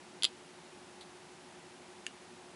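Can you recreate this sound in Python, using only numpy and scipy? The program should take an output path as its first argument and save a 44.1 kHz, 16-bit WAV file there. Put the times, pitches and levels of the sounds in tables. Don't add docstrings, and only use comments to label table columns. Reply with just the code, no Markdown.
import sys
import numpy as np
from scipy import signal
from scipy.fft import rfft, irfft
from scipy.io import wavfile

SR = 44100
rng = np.random.default_rng(int(sys.argv[2]) if len(sys.argv) > 2 else 0)


def wav_out(sig):
    wavfile.write(sys.argv[1], SR, np.round(np.clip(np.atleast_2d(sig).T, -1, 1) * 32767).astype(np.int16))


N = 112454
T = np.arange(N) / SR

HUM_PITCHES = (355.9, 368.0)
HUM_LEVELS = (-63, -64)
# frequency in Hz, relative level in dB per Hz.
FLOOR_SPECTRUM = [(25, -38), (45, -23), (65, -13), (90, -7.5), (120, -10), (165, 0.5), (290, -0.5),
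                  (480, -5), (680, -4), (830, -1), (1100, -7), (2500, -10.5), (5000, -15), (10800, -20)]
# start in seconds, level in dB at or below the pivot,
# brightness in dB per octave above it.
RING_SLIPS = [(0.2232, -21.5, -6.5), (0.2334, -19.5, 7), (0.2432, -13, 2.5), (0.2503, -12, -2)]
# start in seconds, level in dB at or below the pivot,
# brightness in dB per octave above it.
SEATING_SNAPS = [(2.0660, -26, -3)]
# pitch in Hz, level in dB, t60 in seconds.
BARREL_MODES = [(2050, -15.5, .011), (2630, -10, 0.0084), (3256, 1, 0.0074), (3620, -1.5, 0.0066),
                (4130, -9, 0.015), (4780, -8.5, 0.011), (6220, -18, 0.0037), (7160, -19, 0.016),
                (8450, -16.5, 0.0023), (9400, -18.5, 0.0053), (10350, -19, 0.0071)]
# pitch in Hz, level in dB, t60 in seconds.
RIM_MODES = [(2544, -39, 0.12), (2960, -33, 0.06), (3973, -42, .09), (4190, -32, 0.12), (4484, -53, 0.074),
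             (4740, -36, 0.15), (7186, -62, .08)]
# pitch in Hz, level in dB, t60 in seconds.
INNER_MODES = [(1800, -8, 0.021), (2340, -4.5, 0.0087), (2770, 0.5, 0.013), (2880, -19, 0.12),
               (3550, -31, .006), (4700, -9, 0.012), (6470, -6, 0.016), (6900, -2, 0.011),
               (7800, -8, 0.0082), (8300, -19, 0.013), (10100, -32, .005)]
# start in seconds, length in seconds, level in dB.
SCUFF_STROKES = [(1.007, .017, -53), (1.023, 0.012, -53.5)]

FLOOR_DB = -54.5
PIVOT_HZ = 3060
RADIATION_HZ = 1830
CRACK_DB, CRACK_T60_S, CRACK_LOW_HZ = -15.5, 0.016, 400
DESK_DELAY_S, ROOM_DB, ROOM_T60_S = 0.005, -13.5, 0.077
GRAINS_PER_S, SCUFF_LOW_HZ, SCUFF_HIGH_HZ = 6000, 3220, 4760
SCUFF_HISS_DB = -5
CUTOFF_HZ = 11000


def from_db(db):
    return 10 ** (np.asarray(db) / 20)


def filtered(x, order, hz, kind):
    return signal.sosfilt(signal.butter(order, hz, kind, fs=SR, output="sos"), x)


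def dying_noise(t60):
    t = T[:SR // 4]
    decay = np.exp(-np.log(1000) * t / t60)
    return rng.standard_normal(len(t)) * decay


def hum():
    tones = 0
    for hz, db in zip(HUM_PITCHES, HUM_LEVELS):
        peak = np.sqrt(2) * from_db(db)
        tones = tones + peak * np.cos(2 * np.pi * hz * T)
    return tones


def floor():
    hz, db = np.transpose(FLOOR_SPECTRUM)
    bins = np.maximum(np.fft.rfftfreq(N, 1 / SR), 1)
    weights = from_db(np.interp(np.log(bins), np.log(hz), db))
    noise = irfft(rfft(rng.standard_normal(N)) * weights, N)
    return from_db(FLOOR_DB) * noise / noise.std()


def clicks(hits, hz):
    start, db, brightness = np.transpose(hits)
    octaves_above = max(np.log2(hz / PIVOT_HZ), 0)
    impulses = np.zeros(N)
    impulses[(start * SR).astype(int)] = from_db(db + brightness * octaves_above)
    return impulses


def ring(x, hz, t60):
    radius = from_db(-60 / (t60 * SR))
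    angle = 2 * np.pi * hz / SR
    poles = [1, -2 * radius * np.cos(angle), radius * radius]
    return signal.lfilter([1, 0, -1], poles, x + 1e-18) / 2


def struck(hits, modes, step_ratio):
    rings = 0
    for k, (hz, db, t60) in enumerate(modes):
        amplitude = step_ratio ** k * from_db(db)
        rings = rings + amplitude * ring(clicks(hits, hz), hz, t60)
    return filtered(rings, 2, RADIATION_HZ, "high")


def cracks(hits):
    bursts = 0
    for hit in hits:
        impulse = clicks([hit], 2 * PIVOT_HZ)
        bursts = bursts + signal.fftconvolve(impulse, dying_noise(CRACK_T60_S))[:N]
    return from_db(CRACK_DB) * filtered(bursts, 1, CRACK_LOW_HZ, "high")


def room(x):
    delay = np.zeros(int(DESK_DELAY_S * SR))
    tail = np.concatenate([delay, dying_noise(ROOM_T60_S)])
    unit_energy = tail / np.linalg.norm(tail)
    return from_db(ROOM_DB) * signal.fftconvolve(x, unit_energy)[:N]


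def scuffs():
    caught = rng.random(N) < GRAINS_PER_S / SR
    grains = caught * rng.standard_normal(N)
    rub = filtered(grains, 4, [SCUFF_LOW_HZ, SCUFF_HIGH_HZ], "band")
    pressure = 0
    for start, length, db in SCUFF_STROKES:
        progress = np.clip((T - start) / length, 0, 1)
        swell = np.sqrt(np.abs(np.sin(np.pi * progress)))
        pressure = pressure + from_db(db) * swell
    hiss = from_db(SCUFF_HISS_DB) * grains / grains.std()
    return pressure * (rub / rub.std() + hiss)


def scene():
    background = hum() + floor()
    barrel = struck(RING_SLIPS, BARREL_MODES, step_ratio=-1.016)
    rim = struck(RING_SLIPS, RIM_MODES, step_ratio=-0.74)
    inner = struck(SEATING_SNAPS, INNER_MODES, step_ratio=0.95)
    lens = barrel + rim + inner + cracks(RING_SLIPS + SEATING_SNAPS) + scuffs()
    return (lens + room(lens) + background)[None]


def record(dry):
    low_pass = signal.ellip(12, 0.1, 70, CUTOFF_HZ, fs=SR, output="sos")
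    return signal.sosfilt(low_pass, dry)


dry = scene()
out = record(dry)
wav_out(out)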